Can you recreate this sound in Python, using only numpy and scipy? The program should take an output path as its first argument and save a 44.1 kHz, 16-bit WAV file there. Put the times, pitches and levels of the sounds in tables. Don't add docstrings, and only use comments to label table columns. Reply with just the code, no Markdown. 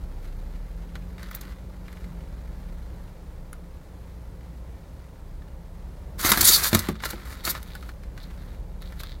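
import sys
import numpy as np
from scipy import signal
from scipy.fft import rfft, irfft
from scipy.io import wavfile
from scipy.ndimage import uniform_filter1d

SR = 44100
rng = np.random.default_rng(int(sys.argv[2]) if len(sys.argv) > 2 else 0)


def to_wav(sig):
    pcm = np.clip(np.atleast_2d(sig), -1, 1) * 32767
    pcm = np.round(pcm).astype(np.int16)
    wavfile.write(sys.argv[1], SR, pcm.T)


N = 405719
TIME = np.arange(N) / SR

# f/Hz, relative level/dB
SCALE_SPECTRUM = [(600, -26), (2000, -8.5), (2900, -13), (3600, 1), (4400, 4), (5400, -2), (7000, 0.5),
                  (8300, -2), (10500, 1.5), (11500, 1), (12600, 3.5), (14000, 1.5), (16000, -4.5)]


def undb(db):
    return 10 ** (np.asarray(db) / 20)


def unit(x):
    return x / np.sqrt(np.mean(x ** 2))


def add(track, start_s, sound):
    i = max(int(start_s * SR), 0)
    track[i:i + len(sound)] += sound[:max(N - i, 0)]


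def colour(x, points, size=4096):
    hz, db = np.transpose(points)
    bins_hz = np.maximum(np.fft.rfftfreq(size, 1 / SR), 1)
    gain = undb(np.interp(np.log(bins_hz), np.log(hz), db))
    cepstrum = irfft(np.log(gain))
    cepstrum[1:size // 2] *= 2
    cepstrum[size // 2 + 1:] = 0
    response = irfft(np.exp(rfft(cepstrum)))
    return signal.oaconvolve(x, response / np.linalg.norm(response))[:len(x)]


def ring(x, hz, q):
    hz = min(hz, SR * 0.45)
    return signal.lfilter(*signal.iirpeak(hz, q, fs=SR), x) * np.sqrt(q * SR / (np.pi * hz))


def walk(rate_hz):
    hold = max(int(SR / rate_hz), 1)
    steps = np.repeat(rng.standard_normal(N // hold + 1), hold)
    return unit(uniform_filter1d(steps, hold)[:N])


def slips(per_s, spread_db):
    size = undb(spread_db * np.minimum(rng.exponential(size=N), 5))
    return unit((rng.random(N) < per_s / SR) * size * rng.choice([-1, 1], N))


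def burst(t60_s, count=8000):
    return rng.standard_normal(count) * np.exp(-np.log(1000) * np.arange(count) / SR / t60_s)


def gesture(start_s, length_s, attack_s, release_db_per_s):
    attack = np.clip((TIME - start_s) / attack_s, 0, 1)
    fall_db = np.clip(release_db_per_s * (TIME - start_s - length_s), 0, 200)
    return (attack * undb(-fall_db)) ** 2


def room_noise(swell_db, level_db=-41):
    # f/Hz, relative level/dB
    spectrum = [(12, -31.5), (20, -6), (65, -2), (116, -12.5), (176, -12), (215, -21), (284, -20.5),
                (365, -23.5), (539, -23), (733, -29.5), (891, -28.5), (1250, -37), (2060, -42),
                (2800, -46.5), (15800, -54.5)]
    air = colour(rng.standard_normal(N), spectrum, size=16384) * undb(level_db + 0.53 * walk(5.1))
    rumble = signal.sosfiltfilt(signal.butter(2, 1100, fs=SR, output="sos"), air)
    rumble_gain = undb(0.076 * swell_db + 0.65 * walk(8))
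    return air + rumble * (rumble_gain - 1)


def hum():
    # f/Hz, rms level/dB
    tones = [(59.3, -44.5), (172, -63.5), (526, -67)]
    return sum(np.sqrt(2) * undb(db + 1.7 * walk(4)) * np.sin(2 * np.pi * hz * TIME + 0.85 * walk(3))
               for hz, db in tones)


def drone(hz, db, swell_db, boom_hz=176.1, boom_half_width_hz=13, boom_db=13):
    overtones_db = [-58, -62.5, -59.5, -64, -67]
    phase = 2 * np.pi * np.cumsum(hz * (1 + 0.004 * walk(10))) / SR
    levels_db = [db]
    for k, overtone_db in enumerate(overtones_db, 2):
        lift_db = boom_db / (1 + ((k * hz - boom_hz) / boom_half_width_hz) ** 2)
        levels_db.append(overtone_db + lift_db + 0.31 * swell_db)
    return sum(np.sqrt(2) * undb(level_db + 1.2 * walk(14)) * np.sin(k * phase)
               for k, level_db in enumerate(levels_db, 1))


def background():
    # t/s, f/Hz, level/dB
    course = [(0, 30.63, -36), (.4, 32.94, -34), (.75, 41.14, -34.5), (1.05, 44.58, -38.5),
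              (1.6, 46.97, -44.5), (2.05, 44.34, -42), (2.65, 35.86, -36), (3.2, 29.3, -43), (4.1, 29, -50),
              (5, 28.45, -59.5), (5.3, 32.17, -41.5), (6.1, 37.37, -41.5), (7.3, 50.13, -45),
              (7.8, 31.14, -44.5), (8.6, 39.3, -40), (9.2, 31.1, -38.5)]
    times_s, *columns = np.transpose(course)
    hz, db = (np.interp(TIME, times_s, column) for column in columns)
    swell_db = db - db.mean()
    return room_noise(swell_db) + hum() + drone(hz, db, swell_db)


def reflections(x, box_db=-11, room_db=-23, delay_s=0.001194):
    walls = colour(burst(t60_s=0.069, count=20000), [(100, -1.5), (1000, -5), (5000, -4), (16000, -11)])
    room = colour(burst(t60_s=0.2, count=20000), [(100, 2.5), (3000, -5.5), (7000, -13), (16000, -13.5)])
    response = undb(box_db) * walls / np.linalg.norm(walls) + undb(room_db) * room / np.linalg.norm(room)
    return signal.oaconvolve(x, np.pad(response, (int(delay_s * SR), 0)))[:N]


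def box_echo(x):
    place_rad = 1.68 * walk(14)
    return x + reflections(x * np.cos(place_rad)) + reflections(x * np.sin(place_rad))


def grit(rustle, per_s=16, centre_hz=1897, spread_db=2.2, ceiling_db=-43.5, count=300):
    out = np.zeros(N)
    times_s = np.cumsum(rng.exponential(size=count)) / per_s
    for start_s, (size, pitch) in zip(times_s, rng.standard_normal((count, 2))):
        tick = ring(burst(t60_s=0.051), centre_hz * 2 ** (0.3 * pitch), q=2)
        strength = np.interp(start_s, TIME, rustle) * undb(0.5 + spread_db * size)
        add(out, start_s, min(strength, undb(ceiling_db)) * tick)
    return out


def ticks():
    # t/s, board level/dB, spot f/Hz, surface snap re board/dB
    contacts = [(.954, -34.5, 1390, -16), (1.181, -45, 2130, -10), (1.194, -48, 2030, -10),
                (1.23, -41.5, 1600, 1.5), (1.286, -46, 1460, -16), (1.312, -40, 2000, -12),
                (1.343, -39, 1460, -11), (1.881, -45, 2100, -14), (1.928, -47.5, 1910, 0),
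                (1.971, -48.5, 2140, -11), (2.042, -46.5, 2020, -13), (3.53, -44.5, 1390, -13),
                (4.409, -51.5, 2160, -14), (5.42, -54, 1680, -14), (6.955, -41.5, 1500, -22),
                (7.003, -36, 1280, -20.5), (7.037, -24.5, 1590, -13), (7.106, -38, 1400, -8),
                (7.551, -29.5, 1130, -24), (7.629, -49.5, 4100, 14), (7.752, -37, 1520, 0.5),
                (7.826, -41, 1290, -17), (7.891, -39, 1660, -16), (8.035, -46, 2060, -9.5),
                (8.177, -38.5, 1520, -13), (8.82, -43, 4180, 0), (8.923, -44, 1490, -5.5),
                (9.002, -38.5, 1356, -7), (9.034, -37.5, 1590, 4)]
    spot, board, surface = np.zeros((3, N))
    for start_s, db, hz, snap_db in contacts:
        add(spot, start_s, undb(db - 2.5) * ring(burst(t60_s=0.027), hz, q=9.4))
        add(board, start_s, undb(db) * burst(t60_s=0.041))
        add(surface, start_s, undb(db + snap_db) * burst(t60_s=0.015))
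    return spot, board, surface


def knocks(count=14000, slope_db_per_octave=7):
    # t/s, relative thump level/dB, thump centre f/Hz, clack level/dB, snap level/dB
    blows = [(6.247, -24.5, 200, -28, -27), (6.303, -24.5, 199, -23.5, -25),
             (6.318, -27, 193.8, -10.5, -8.5), (6.334, -42, 200, -16.5, -21),
             (6.374, -24.5, 200, -15.5, -19), (6.391, -22.5, 79.5, -34, -36),
             (6.41, -21.5, 101, -24.5, -12.5), (6.49, -27, 330, -35, -30), (6.73, -14.5, 149, -16, -21),
             (6.742, -15.5, 88, -29, -23), (6.748, -19.5, 268, -12.5, -10), (6.77, -28, 175, -31, -27),
             (6.791, -45, 120, -29.5, -17), (6.887, -18, 175, -26, -31.5), (7.055, -34, 333, -25, -34.5),
             (7.132, -31.5, 403, -37, -48), (7.451, -41, 301, -35, -21), (7.475, -32, 450, -21.5, -30)]
    # f/Hz, relative level/dB, t60/s
    panels = [(54.4, -8, .17), (88.6, 2.5, 0.21), (121, -10, 0.11), (162, -2, 0.16), (211.3, 1, 0.19),
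              (267, -22.5, 0.042), (321, 5.5, 0.066), (364, -5.5, 0.3), (455, -8, 0.055), (560, -9, .04),
              (877, 5.5, 0.048)]
    thump, board, surface = np.zeros((3, N))
    hz, db, t60_s = np.transpose(panels)[:, :, None]
    t = np.arange(count) / SR
    soft_body = signal.butter(2, 700, fs=SR)
    for start_s, thump_db, centre_hz, clack_db, snap_db in blows:
        detune = 1 + 0.02 * rng.standard_normal(hz.shape)
        weight = undb(db - slope_db_per_octave * np.abs(np.log2(hz / centre_hz)))
        envelopes = weight / np.linalg.norm(weight) * np.exp(-np.log(1000) * t / t60_s)
        modes = envelopes * np.sin(2 * np.pi * hz * detune * t)
        ringing = modes[::2].sum(0) - modes[1::2].sum(0)
        thud = signal.lfilter(*soft_body, ring(burst(t60_s=0.075), centre_hz, q=0.97))
        add(thump, start_s, undb(thump_db - 0.5) * ringing)
        add(thump, start_s, undb(thump_db - 3) * thud)
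        add(board, start_s, undb(clack_db) * burst(t60_s=0.034))
        add(surface, start_s, undb(snap_db) * burst(t60_s=0.032))
    return thump, board, surface


def squeezing():
    # start t/s, length/s, relative level/dB
    squeezes = [(6.8, 0.35, -52), (7.359, 0.096, -50), (7.638, 0.2, -55), (8.183, .05, -51),
                (8.375, 0.19, -61.5), (8.8, 0.075, -53.5), (8.978, .16, -51.5)]
    # f/Hz, relative level/dB
    slow_rub = [(600, -16), (2000, 4), (2800, -4.5), (3600, 10), (4400, 6), (5400, -7.5), (8000, -16),
                (12600, -27), (16000, -8)]
    power = sum(undb(db) ** 2 * gesture(start_s, length_s, attack_s=0.029, release_db_per_s=298)
                for start_s, length_s, db in squeezes)
    return colour(slips(per_s=1300, spread_db=6), slow_rub) * np.sqrt(power) * undb(-2)


def strokes():
    # middle t/s, length/s, rasp level/dB, squeak f/Hz, squeak re rasp/dB
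    swipes = [(1.314, 0.013, -48, 14000, 4), (1.351, 0.0078, -36, 14000, 6.5), (1.361, .013, -50, 14000, 8),
              (1.414, 0.013, -40, 13500, -5), (3.531, .006, -44, 10000, 3),
              (6.264, 0.074, -21.5, 6280, -9.5), (6.303, .0476, -22, 12960, 0.5),
              (6.387, 0.025, -29.5, 13000, -1), (6.414, 0.018, -11, 4460, -16),
              (6.453, .027, -15, 9900, -1), (6.485, 0.063, -11.5, 6950, -7.5),
              (6.542, 0.073, -16, 4500, -0.5), (6.641, 0.03, -21, 12500, -16),
              (6.677, 0.06, -25, 12500, -14), (7.056, 0.03, -32, 4370, -5),
              (7.107, 0.014, -29.5, 12500, -18.5), (7.467, 0.022, -34, 12500, -11),
              (7.504, 0.038, -25, 13100, -2), (8.234, 0.028, -56, 4080, 8), (9.004, .036, -45, 4020, 1)]
    out = np.zeros(N)
    rasp = colour(slips(per_s=8200, spread_db=3), SCALE_SPECTRUM)
    for middle_s, length_s, db, squeak_hz, squeak_db in swipes:
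        count, start_s = int(length_s * SR), middle_s - length_s / 2
        squeak = unit(ring(rng.standard_normal(count), squeak_hz, q=16))
        scrape = unit(rasp[int(start_s * SR):][:count])
        add(out, start_s, undb(db) * np.hanning(count) * (scrape + undb(squeak_db) * squeak))
    return out


def slide_levels(rest_rustle_db=-64, rest_hiss_db=-71.5):
    # start t/s, length/s, relative board rustle/dB, relative scale hiss/dB
    slides = [(0, 3.08, -62, -71), (1.171, 0.35, -51.5, -63), (1.833, 0.21, -59, -68),
              (0.207, 0.042, -58, -64), (6.179, 0.29, -33.5, -31), (6.221, 0.12, -24.5, -41),
              (6.394, 0.25, -31.5, -31), (6.421, 0.14, -52, -20), (6.625, 0.038, -29.5, -25.5),
              (6.695, 0.11, -35, -39), (6.814, 0.085, -41.5, -50.5), (7.011, .1, -40, -43.5),
              (7.13, 0.4, -48.5, -60), (7.239, 0.099, -49, -50.5), (7.433, 0.062, -35, -33.5),
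              (7.522, 0.056, -44.5, -54), (7.596, 0.31, -56.5, -61), (8.15, .4, -58.5, -67.5),
              (8.8, 0.31, -59.5, -64)]
    rustle_power, hiss_power = undb(rest_rustle_db) ** 2, undb(rest_hiss_db) ** 2
    for start_s, length_s, rustle_db, hiss_db in slides:
        power = gesture(start_s, length_s, attack_s=0.027, release_db_per_s=326)
        rustle_power += power * undb(rustle_db) ** 2
        hiss_power += power * undb(hiss_db) ** 2
    return np.sqrt(rustle_power), np.sqrt(hiss_power)


def sliding(rustle, hiss):
    pressure_db = 1.47 * walk(170)
    board = slips(per_s=2400, spread_db=3) * rustle * undb(pressure_db - 1.5)
    surface = slips(per_s=5000, spread_db=2.5) * hiss * undb(pressure_db - 0.36)
    return board, surface


def scene():
    # f/Hz, relative level/dB
    board_spectrum = [(100, -7.5), (250, -11.5), (450, -9.5), (680, -12), (1020, -5.5), (1280, -2),
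                      (1600, -4), (2100, -5.5), (2600, -13), (3300, -13.5), (4100, -11.5), (5200, -18.5),
                      (9000, -28), (16000, -35.5)]
    rustle, hiss = slide_levels()
    slide_board, slide_surface = sliding(rustle, hiss)
    thump, knock_board, knock_surface = knocks()
    spot, tick_board, tick_surface = ticks()
    board = colour(slide_board + knock_board + tick_board, board_spectrum)
    surface = colour(slide_surface + knock_surface + tick_surface, SCALE_SPECTRUM)
    contacts = board + surface + strokes() + squeezing() + thump + spot + grit(rustle)
    return (box_echo(contacts) + background())[None]


def record(dry, low_hz=24, top_hz=15900):
    highpass = signal.butter(4, low_hz, "high", fs=SR, output="sos")
    lowpass = signal.ellip(10, 0.2, 70, top_hz, fs=SR, output="sos")
    rounded = np.tanh(signal.sosfilt(highpass, dry))
    return signal.sosfilt(lowpass, rounded)


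dry = scene()
out = record(dry)
to_wav(out)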